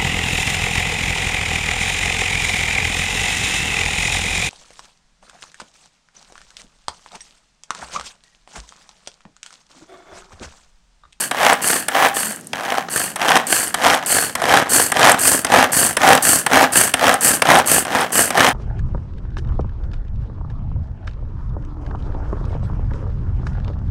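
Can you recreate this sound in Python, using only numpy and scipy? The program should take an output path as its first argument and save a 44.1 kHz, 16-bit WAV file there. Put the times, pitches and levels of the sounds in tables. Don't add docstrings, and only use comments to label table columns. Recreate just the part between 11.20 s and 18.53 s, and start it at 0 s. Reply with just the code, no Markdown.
import sys
import numpy as np
from scipy import signal
from scipy.fft import rfft, irfft, next_fast_len
from scipy.io import wavfile
from scipy.ndimage import uniform_filter1d

SR = 44100
rng = np.random.default_rng(int(sys.argv[2]) if len(sys.argv) > 2 else 0)


def boost_factor(decibels):
    exponent = np.asarray(decibels, float) / 20
    return 10 ** exponent


def to_wav(s):
    ch = np.atleast_2d(s).T
    pcm = np.round(np.clip(ch, -1, 1) * 32767)
    wavfile.write(sys.argv[1], SR, pcm.astype(np.int16))


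N = 323253
T = np.arange(N) / SR

# let_go_s, fastest_s, spring_spent_s, ratchet_db, bowl_share_db
REWINDS = [(-.1, -0.033, .105, -17, -5), (0.416, 0.482, .67, -17.5, -4), (0.94, 0.961, 1.2, -21.5, -4),
           (1.699, 1.769, 1.955, -21.5, -4), (2.269, 2.328, 2.54, -18, -4),
           (2.861, 2.924, 3.135, -15.5, -6), (3.493, 3.548, 3.73, -13.5, -6.5),
           (3.99, 4.073, 4.24, -13, -7.5), (4.519, 4.59, 4.76, -13.5, -7), (5.023, 5.099, 5.245, -12, -7),
           (5.521, 5.574, 5.73, -13, -5), (6.011, 6.058, 6.21, -13, -6), (6.46, 6.522, 6.655, -13.5, -5),
           (6.921, 6.979, 7.115, -13.5, -5)]
# start_s, peak_db, bowl_share_db, tooth_share_db
CATCHES = [(0.1121, 1.5, -0.5, -4), (0.6841, 5.5, -3, -10.5), (1.332, -11.5, 9, 9), (1.9596, 1, -5, -9),
           (2.5431, 6, -3.5, -6), (3.153, 4.5, -6.5, -4.5), (3.719, 6.5, -2.5, -10), (4.2472, 6, -6, -8),
           (4.769, 7.5, -3, -7.5), (5.2643, 7, -2.5, -7.5), (5.7393, 8.5, -3.5, -2.5),
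           (6.2203, 8.5, -1, -3.5), (6.6508, -6, -1, -4), (7.105, 1.5, -1.5, -6)]
# full_speed_s, cord_out_s, end_bowl_db, gain_since_full_speed_db, chop_brightness_db
PULLS = [(0.187, 0.318, -10.5, 4.5, -11.5), (0.755, .87, -11.5, 4, -13.5), (1.446, 1.601, -21.5, 0, -12),
         (2.039, 2.168, -12, 4, -10.5), (2.656, 2.753, -14, -2, -8), (3.276, 3.389, -10.5, 4, -9),
         (3.774, 3.911, -8, 6, -7.5), (4.349, 4.448, -13, -4, -9), (4.837, 4.96, -10, 1.5, -9.5),
         (5.348, 5.442, -12.5, -2, -9.5), (5.839, 5.945, -15, -3.5, -9), (6.297, 6.396, -11.5, -1.47, -9),
         (6.739, 6.834, -15.5, 1.5, -9.5), (7.192, 7.283, -12, 0.65, -9)]
# start_s, peak_db
KNOCKS = [(0.2489, -3.5), (0.2976, -3), (0.3092, -12), (0.8508, -7), (1.5021, -9.5), (2.0156, -6),
          (2.0905, -1.5), (2.1173, -1), (2.155, -1), (2.1701, -2), (2.6471, -2.5), (2.6693, -1.5),
          (2.699, -1), (2.7419, -3.5), (3.2937, -7), (3.3563, -6), (3.3717, -1), (3.7681, -5), (3.8299, 1),
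          (3.871, -1), (4.3187, -3.5), (4.4413, -5), (4.8748, -3), (4.9311, 1.5), (4.9757, -3),
          (5.3327, -1), (5.8676, -1), (6.3032, -2), (7.2047, 1), (7.2657, -2),
          (0.1394, -26), (0.1687, -16), (0.717, -18), (0.7481, -10), (1.356, -16), (1.3803, -20),
                (1.4503, -15), (1.5745, -14), (1.6073, -18), (3.813, -6), (3.8526, -4), (2.62, -11),
                (3.2387, -11), (4.267, -11), (4.8166, -6), (5.794, -12), (6.2514, -12), (6.2703, -7),
                (6.329, -16), (6.7229, -21), (7.1776, -6), (7.195, -4)]
# start_s, peak_db
TICKS = [(0.3315, -2.5), (0.4556, -9), (0.886, -12), (2.101, -10), (2.1747, -9), (2.4003, -12),
         (4.0012, -32), (2.2686, -8), (2.4331, -20), (2.7487, -7), (2.8617, -6), (3.0177, -15.5),
         (3.3696, -8.5), (3.8502, -12.5), (3.8967, -1), (3.9183, 2.5), (4.3718, -11), (4.4414, -5),
         (4.8902, -3), (4.9309, -2), (4.9517, -2), (5.4197, -7), (5.8677, -21), (5.9409, -1), (6.0088, -4),
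         (6.3879, -5.5), (6.5891, -13), (6.8101, -9), (6.9199, -17), (7.2876, -4)]
# start_s, peak_db
DYING_TICKS = [(1.1224, -11), (1.1607, -14), (1.2099, -19), (1.2445, -27), (1.2703, -14.5), (1.2955, -42),
               (2.479, -5), (2.5088, -19), (3.1261, -25), (5.7043, -17), (6.8939, -22.5)]
# start_s, peak_db
ROCKS = [(0.4556, -16), (0.5026, -4.5), (0.5301, -4), (0.5585, -4.5), (2.984, -4), (1.6849, -14),
         (1.8008, -10), (3.037, -12), (3.0949, -15.5), (3.518, -9), (3.5442, -5.5), (3.5968, 0.5),
         (3.6228, -13), (4.118, -13), (4.1448, -7), (4.6278, -8), (4.6563, -12), (5.13, -9), (6.0783, -16),
         (6.1055, -6), (6.1348, -10), (6.5295, -9.5), (6.9832, -14), (7.0044, -7.5), (2.955, -12),
         (3.0226, -19), (1.05, -25)]
# time_s, pitch_hz, level_db
CORD = [
    (1.02, 223.7, -58),
    (1.04, 219, -31),
    (1.11, 214, -34),
    (1.135, 218, -60),
]
# time_s, level_db
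GRIP = [(.2, -11.5), (.85, -5.5), (1.5, -12), (2.7, -18), (3.4, -25), (4.3, -20), (4.9, -8), (5.5, -11),
        (6.3, -14.5), (7.2, -13)]
# time_s, bass_db, lid_tone_db
PHONE_PATH = [
    (0, -8, 3),
    (2.4, -4, 2.5),
    (3.2, 1.5, 8),
    (4, 2, -4),
    (7.33, 3, -7),
]

# pitch_hz, width_hz, level_db
BOWL = [(259, 21, 1.5), (525, 64, -31), (726, 190, 1), (1100, 540, -3.5), (1698, 430, 0.5),
        (3170, 230, -10)]
# pitch_hz, width_hz, level_db
SPRING = [(6310, 240, -7.5), (7670, 390, -3), (8470, 390, 1), (9590, 350, 1.5), (10700, 230, -4),
          (11600, 340, -7)]
# pitch_hz, density_db_per_hz
RASP = [(2240, -60), (3800, -20), (4480, -2), (5390, -8), (6780, -3.5), (8490, 2.5), (10200, -11),
        (12000, -2), (15600, -14.5)]
# pitch_hz, density_db_per_hz
LID = [(3700, -48), (4200, 8), (4500, 11), (4800, 1), (5400, -42)]
# pitch_hz, density_db_per_hz
RUMBLE = [(24, -78), (40, -35), (76, -4), (560, -2), (734, -7.5), (856, -17), (1710, 2), (2120, -10.5),
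          (2880, -2.5), (4000, -21.5), (5200, -53), (8800, -120)]
# pitch_hz, density_db_per_hz
SNAP = [(1000, -11), (2000, -2.5), (3100, 6), (4000, -5.5), (6000, -3.5), (9000, -21.5), (15600, -36)]
# pitch_hz, density_db_per_hz
CLUTCH = [(120, -31), (200, -31), (730, 1), (1750, -2), (3980, -12.5), (5130, -6), (6620, -15), (8390, -3),
          (9710, -9), (15600, -23)]
# pitch_hz, density_db_per_hz
DRONE = [(24, -44), (40, -32), (145, -11), (445, -7), (480, -0.5), (560, -1.5), (793, 6), (890, -0.5),
         (1750, -5.5), (4000, -20), (5200, -48), (8800, -120)]
# pitch_hz, density_db_per_hz
WALL = [(700, -41), (770, -8), (797, 7), (825, -24.5), (900, -35)]
# pitch_hz, density_db_per_hz
CHOP = [(1470, -40), (2500, -8), (4110, -3), (6030, -2.5), (9780, -11), (12500, -10.5), (15600, -26)]
# pitch_hz, density_db_per_hz
AIR = [(18, -19), (30, -28), (194, 7.5), (1010, -16.5), (1430, -33), (6380, -18), (16000, -39)]
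# pitch_hz, t60_s
KITCHEN = [(200, 0.62), (2000, 0.42), (10000, 0.21)]

SNAP_BAND, TREBLE_BAND, RATCHET_BAND = (1800, 6000), (3000, 14000), (7000, 13000)
DRONE_BAND, RUMBLE_BAND = (400, 2500), (200, 2500)


def unit(x):
    return x / np.sqrt(np.mean(x ** 2) + 1e-20)


def along(points, hz):
    f, v = np.transpose(points)
    return np.interp(np.log(hz + 1), np.log(f + 1), v)


def split_events(events):
    s, db = np.transpose(events)
    return s, boost_factor(db)


def near(column):
    return boost_factor(np.interp(T, *np.transpose(PHONE_PATH)[[0, column]]))


def strokes(corners, fade):
    rows = []
    for first, *rest, last in corners:
        rows += [(first[0] - fade, -90, first[2]), first, *rest, last, (last[0] + fade, -90, last[2])]
    s, level_db, share_db = np.transpose(rows)
    return np.interp(T, s, level_db), np.interp(T, s, share_db)


def body(x, spectrum, modes, lift_db, band_hz):
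    m = 2 * next_fast_len(N // 2 + 4096)
    hz = np.fft.rfftfreq(m, 1 / SR)
    colour_db = along(spectrum, hz)
    peaks = sum(boost_factor(2 * db) * w * w / (4 * (hz - c) ** 2 + w * w) for c, w, db in modes)
    lifted = boost_factor(2 * lift_db) * peaks / boost_factor(2 * np.maximum(colour_db, -20))
    gain = boost_factor(np.maximum(colour_db, -70)) * np.sqrt(1 + lifted)
    cep = irfft(np.log(gain), m)
    cep[1:m // 2] *= 2
    cep[m // 2 + 1:] = 0
    norm = np.sqrt(np.mean(gain ** 2 * (hz > band_hz[0]) * (hz < band_hz[1])))
    return irfft(rfft(x, m) * np.exp(rfft(cep)), m)[:N] / norm


def teeth(rate, jitter, scatter_db):
    count = np.cumsum(rate) / SR
    k = np.arange(1, int(count[-1]))
    uneven = jitter * rng.uniform(-1, 1, N // 64)[:len(k)]
    at = np.interp(k + uneven, count, np.arange(N)).astype(int)
    size = boost_factor(scatter_db * rng.standard_normal(N // 64)[:len(k)])
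    return np.bincount(at, size, N)


def scrape(hits, t60, steady):
    soft = uniform_filter1d(hits, size=64)
    flare = signal.lfilter([1], [1, -boost_factor(-60 / (t60 * SR))], soft)
    return unit((unit(flare) + steady) * rng.standard_normal(N))


def bursts(events, t60, rise):
    hits = np.bincount(np.round(events[0] * SR).astype(int), events[1], N)[:N]
    t = np.arange(SR // 20) / SR
    shape = boost_factor(-60 * t / t60) * (1 - np.exp(-t / rise))
    return signal.fftconvolve(hits, shape)[:N] * rng.standard_normal(N)


def rewind_levels():
    let_go_db, jump_s, jump_db = -9.5, .025, -5.5
    hush_s = .008
    sag_db, stop_db, stop_power = 7.5, 21.5, 3.21
    linger = 0.31
    corners = []
    for (go, fast, spent, db, share_db), catch in zip(REWINDS, CATCHES):
        s = np.linspace(fast, catch[0] - hush_s, num=16)
        relaxed = (s - fast) / (spent - fast)
        slowed_db = np.minimum(stop_db * relaxed ** stop_power, 26)
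        start = (go, db + let_go_db, share_db)
        jump = (min(go + jump_s, fast - .001), db + jump_db, share_db)
        run_down = zip(s, db - sag_db * relaxed - slowed_db, share_db + linger * slowed_db)
        corners.append([start, jump, *run_down])
    return strokes(corners, fade=.004)


def rewind():
    rasp_db, share_db = rewind_levels()
    speed = np.clip(2 + .025 * (rasp_db + 16), .2, 1.3)
    rocks = teeth(38 * speed, jitter=0.19, scatter_db=3.5)
    clicks = teeth(210 * speed, jitter=0.3, scatter_db=3.5)
    rasp = boost_factor(rasp_db - 1.5) * scrape(clicks + .4 * rocks, t60=.012, steady=.55)
    lid = boost_factor(rasp_db - 19.5) * near(column=2) * scrape(clicks, t60=0.04, steady=0.81)
    rumble = boost_factor(rasp_db + share_db - 1.0) * scrape(rocks + 0.14 * clicks, t60=0.022, steady=1.0)
    bright = body(rasp, RASP, SPRING, lift_db=7.0, band_hz=RATCHET_BAND)
    bright += body(lid, LID, SPRING, lift_db=-60, band_hz=(3700, 5400))
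    return bright + body(rumble, RUMBLE, BOWL, lift_db=0.0, band_hz=RUMBLE_BAND)


def catches():
    s, db, share_db, tooth_db = np.transpose(CATCHES)
    tooth = bursts((s, boost_factor(db + tooth_db - 9.0)), t60=0.015, rise=0.00085)
    crack = bursts((s - .001, boost_factor(db - 11.5)), t60=0.02, rise=0.0014)
    scratch = bursts((s - .003, boost_factor(db - 36.0)), t60=0.025, rise=0.00035)
    thud = bursts((s, boost_factor(db + share_db - 11.5)), t60=0.047, rise=0.0018)
    slam = body(tooth, SNAP, BOWL, lift_db=-12, band_hz=SNAP_BAND)
    slam += body(crack + scratch, CLUTCH, SPRING, lift_db=-1, band_hz=(2500, 14000))
    return slam + body(thud, RUMBLE, BOWL, lift_db=24, band_hz=DRONE_BAND)


def pull_levels():
    take_up_s, start_db, start_follows = .016, -26.5, 0.28
    arch_db = 1.5
    coast_share, coast_db, rest_db, dull_db = .6, -13.5, -17, -5
    let_go = [row[0] for row in REWINDS[1:]] + [N / SR + 0.038]
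    corners = []
    for catch, (full, out, db, gain_db, bright_db), end in zip(CATCHES, PULLS, let_go):
        corners.append([
            (catch[0] + take_up_s, start_db + start_follows * (db + 12), bright_db),
            (full, db - gain_db, bright_db),
            ((full + out) / 2, db - gain_db / 2 + arch_db, bright_db),
            (out, db, bright_db),
            (out + coast_share * (end - out), db + coast_db, bright_db + dull_db),
            (end, db + rest_db, bright_db)])
    return strokes(corners, fade=.01)


def pull():
    bowl_db, bright_db = pull_levels()
    teeth_per_s = np.clip(150 + 5 * (bowl_db + 16.5), 40, 240)
    gears = teeth(teeth_per_s, jitter=0.19, scatter_db=5.0)
    drone = boost_factor(bowl_db - 3) * scrape(gears, t60=.02, steady=.6)
    chop = boost_factor(bowl_db + bright_db - 6) * scrape(gears, t60=.012, steady=.45)
    ring = boost_factor(bowl_db + np.interp(T, *np.transpose(GRIP))) * rng.standard_normal(N)
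    low = body(drone, DRONE, BOWL, lift_db=-2.5, band_hz=DRONE_BAND)
    low += body(ring, WALL, BOWL, lift_db=-60, band_hz=(700, 900))
    return low + body(chop, CHOP, SPRING, lift_db=-4.0, band_hz=TREBLE_BAND)


def mesh():
    rate_per_s, rate_per_db = 68, 1.1
    size_db, size_grows = 3, 1.15
    scatter_db, jitter_teeth = 2, .12
    bowl_db = pull_levels()[0]
    turned = np.cumsum(np.clip(rate_per_s + rate_per_db * (bowl_db + 12), 5, 90)) / SR
    s, gain = split_events(KNOCKS)
    anchors = np.sort(np.r_[s, np.transpose(CATCHES)[0], T[-1]])
    marks = np.interp(anchors, T, turned)
    passed = np.concatenate([np.linspace(a, b, max(round(b - a), 1) + 1)[1:-1]
                             for a, b in zip(marks, marks[1:])])
    chance = rng.standard_normal((N // 64, 2))[:len(passed)]
    at = np.interp(passed + jitter_teeth * chance[:, 0], turned, T)
    db = size_grows * (np.interp(at, T, bowl_db) + 11) - 13 + size_db + scatter_db * chance[:, 1]
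    return np.r_[s, at], np.r_[gain, boost_factor(db)]


def tooth_knocks():
    blows = mesh()
    snap = bursts(blows, t60=0.013, rise=0.0013)
    thump = boost_factor(-3.5) * bursts(blows, t60=0.024, rise=0.001)
    edge = boost_factor(-9) * bursts(blows, t60=0.0085, rise=0.00035)
    knock = body(snap, SNAP, BOWL, lift_db=-27, band_hz=SNAP_BAND)
    knock += body(edge, CHOP, SPRING, lift_db=-6, band_hz=TREBLE_BAND)
    return knock + body(thump, DRONE, BOWL, lift_db=8.0, band_hz=DRONE_BAND)


def bright_ticks():
    clicks = split_events([*TICKS, *[(s, db - 3) for s, db in DYING_TICKS]])
    tick = boost_factor(-4.0) * bursts(clicks, t60=0.01, rise=0.0002)
    return body(tick, RASP, SPRING, lift_db=22, band_hz=RATCHET_BAND)


def spool_rocks():
    rock = bursts(split_events(ROCKS), t60=0.023, rise=0.00094)
    snap = boost_factor(-7.5) * body(rock, SNAP, BOWL, lift_db=-29, band_hz=SNAP_BAND)
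    return snap + boost_factor(-1.0) * body(rock, RUMBLE, BOWL, lift_db=4, band_hz=RUMBLE_BAND)


def cord():
    s, hz, db = np.transpose(CORD)
    phase = 2 * np.pi * np.cumsum(np.interp(T, s, hz)) / SR
    return boost_factor(np.interp(T, s, db, -120, -120)) * np.sin(phase)


def room(x):
    hz, t, z = signal.stft(rng.standard_normal(SR // 2), SR, nperseg=256)
    decay = boost_factor(-60 * t / along(KITCHEN, hz)[:, None])
    tail = signal.istft(z * decay, SR, nperseg=256)[1]
    delayed = np.pad(x, (200, 0))
    return signal.fftconvolve(delayed, tail / np.linalg.norm(tail))[:N]


def room_floor():
    return boost_factor(-41.5) * body(rng.standard_normal(N), AIR, SPRING, lift_db=-60, band_hz=(30, 16000))


def scene():
    chopper = rewind() + catches() + pull() + tooth_knocks() + bright_ticks() + spool_rocks()
    bass = signal.lfilter(*signal.butter(1, 380, fs=SR), chopper)
    chopper = chopper + (near(column=1) - 1) * bass + cord()
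    return (chopper + boost_factor(-17) * room(chopper) + room_floor())[None]


def roll_off(x):
    return signal.sosfilt(signal.butter(12, 16380, fs=SR, output="sos"), x)


def record(dry):
    flat = dry / (1 + np.abs(dry) ** 12) ** (1 / 12)
    thin = signal.sosfiltfilt(signal.butter(2, 40, "high", fs=SR, output="sos"), flat)
    in_band = np.fft.rfftfreq(N, 1 / SR) < 15780
    return roll_off(irfft(rfft(thin) * in_band, N))


dry = scene()
out = record(dry)
to_wav(out)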